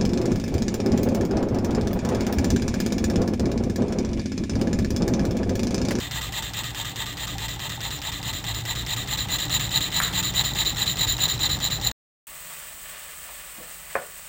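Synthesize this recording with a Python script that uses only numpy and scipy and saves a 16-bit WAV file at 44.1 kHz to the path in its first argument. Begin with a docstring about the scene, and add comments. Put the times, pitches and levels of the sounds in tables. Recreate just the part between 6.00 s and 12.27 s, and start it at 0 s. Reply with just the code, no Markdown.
"""A small home-made hot-air engine on a wooden box runs at about 4.7 turns a second.
Twice a turn noise slips ring the rod's modes as it scrapes through its guide and the linkage's as it rattles.
Noise bursts at set crank angles are the knocks of its joints; slower slips ring the box into a rumble.
The microphone moves from the flywheel to the cylinder; a slack part snaps once in a small room.
The recorder holds each sample twice and stops abruptly."""
import sys
import numpy as np
from scipy import signal
from scipy.io import wavfile

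SR = 44100
rng = np.random.default_rng(int(sys.argv[2]) if len(sys.argv) > 2 else 0)


def persist_wave(psi):
    """Save psi, clipped to +-1, as 16-bit WAV."""
    counts = np.round(np.clip(psi, -1, 1) * 32767).astype(np.int16)
    wavfile.write(sys.argv[1], SR, np.atleast_2d(counts).T)


N = 276489
TIME_S = np.arange(N) / SR


def from_db(db):
    """Decibels to gain."""
    return 10 ** (np.asarray(db) / 20)


def rms_one(x):
    """Scale to unit power."""
    return x / np.sqrt(np.mean(x ** 2) + 1e-20)


def drift(cutoff_hz):
    """Slow random wander of unit rms: low-passed noise."""
    lowpass = signal.butter(2, cutoff_hz, fs=SR, output="sos")
    return rms_one(signal.sosfilt(lowpass, rng.standard_normal(N)))


def arch(at, start, top, end):
    """A quarter sine up from start to top and another down to end; zero outside."""
    return np.sin(np.pi / 2 * np.interp(at, [start, top, end], [0, 1, 0]))


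def passing(angle, centre, spread):
    """A bell that reaches 1 each time the crank passes an angle; all in turns."""
    offset = (angle - centre + .5) % 1 - .5
    return np.exp(-.5 * (offset / spread) ** 2)


def resonate(force, modes):
    """Parallel two-pole resonances of alternating sign."""
    out = np.zeros(N)
    for k, (hz, width_hz, db) in enumerate(modes):
        r = np.exp(-np.pi * width_hz / SR)
        poles = [1, -2 * r * np.cos(2 * np.pi * hz / SR), r * r]
        gain = (-1) ** k * from_db(db) * (1 - r * r) / 2
        out += gain * signal.lfilter([1, 0, -1], poles, force + 1e-18)
    return out


def slips(per_s, spread_db, chatter_db, chatter_hz):
    """Tiny random slips of uneven size and sign, whose size swells and sinks as the surfaces chatter."""
    size_db = spread_db * rng.standard_normal(N) + chatter_db * drift(chatter_hz)
    sizes = rng.choice([-1, 1], N) * from_db(size_db)
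    return sizes * (rng.random(N) < per_s / SR)


def dying_noise(t60_s):
    """A dense noise burst of unit energy that decays exponentially."""
    t = TIME_S[:int(t60_s * SR) + 2]
    burst = rng.standard_normal(len(t)) * from_db(-60 * t / t60_s)
    return burst / np.sqrt(np.sum(burst ** 2))


def room(x, wet_db, t60_s):
    """The nearby walls add a diffuse decaying tail."""
    return x + from_db(wet_db) * signal.fftconvolve(x, dying_noise(t60_s))[:N]


# crank position: time_s, position_turns
CRANK = [(-0.1015, -1), (1.3816, 6), (2.6517, 12), (3.9165, 18), (6.4440, 30)]


def crank_turns():
    """Crank position in turns, linear between the table's times."""
    return np.interp(TIME_S, *np.transpose(CRANK))


# gain along the microphone's path: time_s, rod_rel_db, linkage_rel_db
NEARNESS = [(0, -45, -35.5), (1.5, -42, -38), (2.7, -37, -37.5), (3.6, -29.5, -33), (4.5, -28.3, -33.5),
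            (5.4, -26.5, -35.5), (5.9, -29.5, -38.5)]


def nearness():
    """Gains of rod and linkage as the microphone moves from flywheel to cylinder."""
    time_s, *columns_db = np.transpose(NEARNESS)
    return [from_db(np.interp(TIME_S, time_s, db)) for db in columns_db]


def hiss():
    """Soft steady noise, tilted to the bass by a one-pole filter."""
    return from_db(-54.0) * rms_one(signal.lfilter([1], [1, -.75], rng.standard_normal(N)))


TONE_PEAK_S, TONE_SWELL_S, TONE_FADE_S = 4.25, 1.2, .2
TONE_AT_PEAK_HZ, TONE_RISE_HZ_PER_S, TONE_PEAK_RMS_DB = 180, 12, -42


def low_tone():
    """A faint sine swells once, rising a little in pitch."""
    since_s = TIME_S - TONE_PEAK_S
    hz = TONE_AT_PEAK_HZ + TONE_RISE_HZ_PER_S * since_s
    swell = arch(since_s, -TONE_SWELL_S, 0, TONE_FADE_S)
    return np.sqrt(2) * from_db(TONE_PEAK_RMS_DB) * swell * np.sin(2 * np.pi * np.cumsum(hz) / SR)


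# box vibration: multiple_of_crank_speed, nominal_rms_db
HUM = [(12, -49.5), (24, -43)]


def hum(turns):
    """The box vibrates on multiples of the crank speed, wavering in level and phase."""
    out = np.zeros(N)
    for multiple, db in HUM:
        level = from_db(db + 2.5 * drift(3))
        out += level * np.sin(2 * np.pi * multiple * turns + .7 * drift(3))
    return np.sqrt(2) * out


# flywheel and stand: centre_turn (0-1), spread_turns, pitch_hz, level_at_full_push_db
RINGS = [(.015, 0.016, 837, -42), (0.251, 0.057, 809, -44.5), (.29, 0.09, 891, -40.5),
         (.54, .06, 1222, -45), (.8, .13, 286.6, -46), (.875, 0.022, 787, -41), (.89, 0.055, 894, -48.5)]


def rings(angle, width_hz):
    """Noise rubs each mode of flywheel and stand into ringing while the crank passes its angle."""
    out = np.zeros(N)
    for centre, spread, hz, db in RINGS:
        push = passing(angle, centre, spread)
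        ring = resonate(push * rng.standard_normal(N), [(hz, width_hz, 0)])
        out += from_db(db) * np.sqrt(np.mean(push ** 2)) * rms_one(ring)
    return out


# box resonances: pitch_hz, width_hz, rel_db
BOX = [(38, 36, -7.5), (58.5, 9, 1), (74, 18, -5.5), (115.5, 25, -1), (143.5, 21.8, -2), (182.6, 35, -7),
       (250, 151, -16), (292.7, 14.8, -8.5), (352, 890, -25.5)]
# extra shaking as the outward stroke turns round
HEAVE_TURN, HEAVE_SPREAD_TURNS, HEAVE_DB = .45, .04, 2


def box(turns):
    """The stand carries the shaking down into the hollow box as a run of soft thuds."""
    shake = from_db(HEAVE_DB * passing(turns, HEAVE_TURN, HEAVE_SPREAD_TURNS))
    force = shake * slips(per_s=900, spread_db=2.5, chatter_db=1.54, chatter_hz=53)
    highpass = signal.butter(2, 24, "high", fs=SR, output="sos")
    return rms_one(signal.sosfilt(highpass, resonate(force, BOX)))


# resonances of the snap: pitch_hz, width_hz, rel_db
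SNAP_MODES = [(1120, 550, 1), (1470, 524, 4.5), (1830, 400, 3), (2350, 450, -11), (9230, 726, -10.5)]
# clicks of the one snap: time_s, click_db (the largest also sets the dry peak)
SNAP_CLICKS = [(4.0014, -9), (4.0044, -21), (4.016, -19), (4.035, -25)]


def snap():
    """Something slack snaps once: a few clicks ring modes duller than the joints'."""
    time_s, db = np.transpose(SNAP_CLICKS)
    clicks = np.zeros(N)
    clicks[np.round(time_s * SR).astype(int)] = from_db(db)
    ring = resonate(clicks, SNAP_MODES)
    return from_db(db.max()) * ring / np.abs(ring).max()


# joint resonances, also colouring the rush: pitch_hz, width_hz, rel_db
CLACK_MODES = [(1500, 990, 3), (3020, 1160, 5.5), (5280, 2600, 4)]


def rush(near_rod):
    """Close to the cylinder a soft noise fills the pauses between strokes."""
    return from_db(-21) * near_rod * rms_one(resonate(rng.standard_normal(N), CLACK_MODES))


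STRAY_PER_S, STRAY_SPREAD_DB, STRAY_T60_S, STRAY_RMS_REL_DB = 45, 3.5, .012, -9


def stray_ticks():
    """Loose pins chatter at random angles, each tick a short spray of bounces."""
    force = np.zeros(N + SR)
    for at in np.flatnonzero(rng.random(N) < STRAY_PER_S / SR):
        burst = dying_noise(STRAY_T60_S) * from_db(STRAY_SPREAD_DB * rng.standard_normal())
        force[at:at + len(burst)] += burst
    return from_db(STRAY_RMS_REL_DB) * rms_one(force[:N])


# play taken up at the same angles every turn: angle_turn (0-1), clack_rel_db, rod_ring_rel_db
KNOCKS = [(.004, 2, -15), (.014, -5, -15), (.044, -7, -6), (.479, -2, -9), (.503, -1, -8), (.511, -4, -8),
          (.742, -20, -6), (.808, -7, -7), (.846, -13, -9), (.936, -21, -2)]


def knocks(uneven_db, first_contact_db, bounce_t60_s):
    """Forces on joints and rod: a contact, then a short spray of bounces that is new on every turn."""
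    seconds, turns = np.transpose(CRANK)
    joints, rod = np.zeros((2, N + SR))
    for turn in range(int(turns[0]), int(turns[-1])):
        for angle, clack_db, ring_db in KNOCKS:
            at = int(np.interp(turn + angle, turns, seconds) * SR) + rng.integers(-20, 20)
            burst = dying_noise(bounce_t60_s)
            burst[0] += from_db(first_contact_db)
            burst *= from_db(uneven_db * rng.standard_normal())
            if 0 <= at < N:
                joints[at:at + len(burst)] += from_db(clack_db) * burst
                rod[at:at + len(burst)] += from_db(ring_db) * burst
    return joints[:N], rod[:N]


def clacks(on_joints, friction):
    """The joints ring to their own knocks and ticks and, almost as strongly, to the rod's grit."""
    force = rms_one(on_joints) + stray_ticks() + from_db(-2.5) * friction
    return from_db(-43) * rms_one(resonate(force, CLACK_MODES))


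# the rod's strokes out and back: start_turn, fastest_turn, end_turn, scrape_rel_db, rattle_rel_db
STROKES = [(0, .29, 0.44, 4, 2), (.45, 0.57, 0.91, 1.5, -1.5)]
SCRAPE_POWER, RATTLE_POWER = 1.37, .6  # exponents on the rod's speed
IDLE_RATTLE_REL_DB = -14
# jolt of the linkage once a reversal has taken up its play
JOLT_REL_DB, PLAY_TURNS, JOLT_FADE_TURNS = 0, 0.022, .05


def strokes(angle):
    """Scrape and rattle strength: both follow the rod's speed, and each reversal jolts the rattle."""
    scrape, rattle_power = 0, from_db(IDLE_RATTLE_REL_DB) ** 2
    for start, fastest, end, scrape_db, rattle_db in STROKES:
        speed = arch(angle, start, fastest, end)
        since_jolt = (angle - start - PLAY_TURNS) % 1
        jolt = from_db(JOLT_REL_DB) * np.exp(-since_jolt / JOLT_FADE_TURNS)
        scrape = scrape + from_db(scrape_db) * speed ** SCRAPE_POWER
        rattle_power = rattle_power + (from_db(rattle_db) * speed ** RATTLE_POWER) ** 2 + jolt ** 2
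    return scrape, np.sqrt(rattle_power)


# linkage resonances: pitch_hz, width_hz, rel_db
LINKAGE = [(637, 200, -7), (1220, 131, -1.5), (1664, 125, -0.5), (1960, 159, 4), (2458, 123, -1),
           (2742, 194, 1), (3190, 186, 4.5), (3616, 133, 7.5), (4167, 83, 3.5), (4660, 220, -7),
           (6330, 470, -9.5), (6885, 320, -3), (7510, 89, 3.5), (7880, 220, -3), (8340, 216, -7.5),
           (9060, 220, -7), (10180, 46, -8)]


def linkage(rattle, near_linkage):
    """The loose linkage rings to random slips as strong as its rattle."""
    force = rattle * slips(per_s=9000, spread_db=2.0, chatter_db=1.7, chatter_hz=240)
    return from_db(2.5) * near_linkage * rms_one(resonate(force, LINKAGE))


UNEVEN_DB, UNEVEN_CUTOFF_HZ = 1.1, 5.4  # slow wander of the rubbing


def rod_friction(scrape):
    """Stick-slip force of the rod in its guide; no two strokes rub quite alike."""
    strength = scrape * from_db(UNEVEN_DB * drift(UNEVEN_CUTOFF_HZ))
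    return rms_one(strength * slips(per_s=7000, spread_db=1.5, chatter_db=3.0, chatter_hz=300))


# rod resonances: pitch_hz, width_hz, rel_db
ROD = [(3107, 91, -12), (3674, 150, -6.5), (3973, 147, 2.5), (4460, 110, -31), (7026, 120, -0.5),
       (7285, 270, -8), (7620, 94, -28), (9820, 110, -39)]


def rod(friction, on_rod, near_rod):
    """Friction and knocks make the dry rod squeal in its own modes."""
    force = friction + from_db(-16.5) * rms_one(on_rod)
    return from_db(1.8) * near_rod * rms_one(resonate(force, ROD))


# large sources follow only a share of the rod's swing in level along the microphone's path
BOX_RMS_DB, BOX_FOLLOWS, RINGS_FOLLOW = -35, .28, .12


def engine():
    """Scrape, rattle, knocks and shaking follow the crank; ticks, rush and low tone run free of it."""
    turns = crank_turns()
    near_rod, near_linkage = nearness()
    scrape, rattle = strokes(turns % 1)
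    friction = rod_friction(scrape)
    on_joints, on_rod = knocks(uneven_db=1.0, first_contact_db=-4, bounce_t60_s=0.018)
    ringing = rms_one(near_rod ** RINGS_FOLLOW) * rings(turns % 1, width_hz=37)
    rumble = from_db(BOX_RMS_DB) * rms_one(near_rod ** BOX_FOLLOWS) * box(turns)
    background = low_tone() + hum(turns) + ringing + rumble + rush(near_rod)
    joints = clacks(on_joints, friction) + linkage(rattle, near_linkage)
    return background + joints + rod(friction, on_rod, near_rod)


def scene():
    """The engine in a small room over a soft hiss; the snap lingers in the room."""
    in_room = room(engine(), wet_db=-24.5, t60_s=.3)
    return (hiss() + room(snap(), wet_db=-1.0, t60_s=0.69) + in_room)[None]


RECORDER_BAND_HZ, CUTOFF_HZ, STOP_S = 9700, 15900, 5.917


def record(dry):
    """Sampling at half rate and holding each value mirrors the ringing into the top octave."""
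    band = signal.sosfilt(signal.butter(6, RECORDER_BAND_HZ, fs=SR, output="sos"), dry)
    held = np.repeat(band[:, ::2], 2, axis=1)[:, :N]
    stopped = held * (TIME_S < STOP_S)
    return signal.sosfilt(signal.ellip(12, .1, 90, CUTOFF_HZ, fs=SR, output="sos"), stopped)


dry = scene()
out = record(dry)
persist_wave(out)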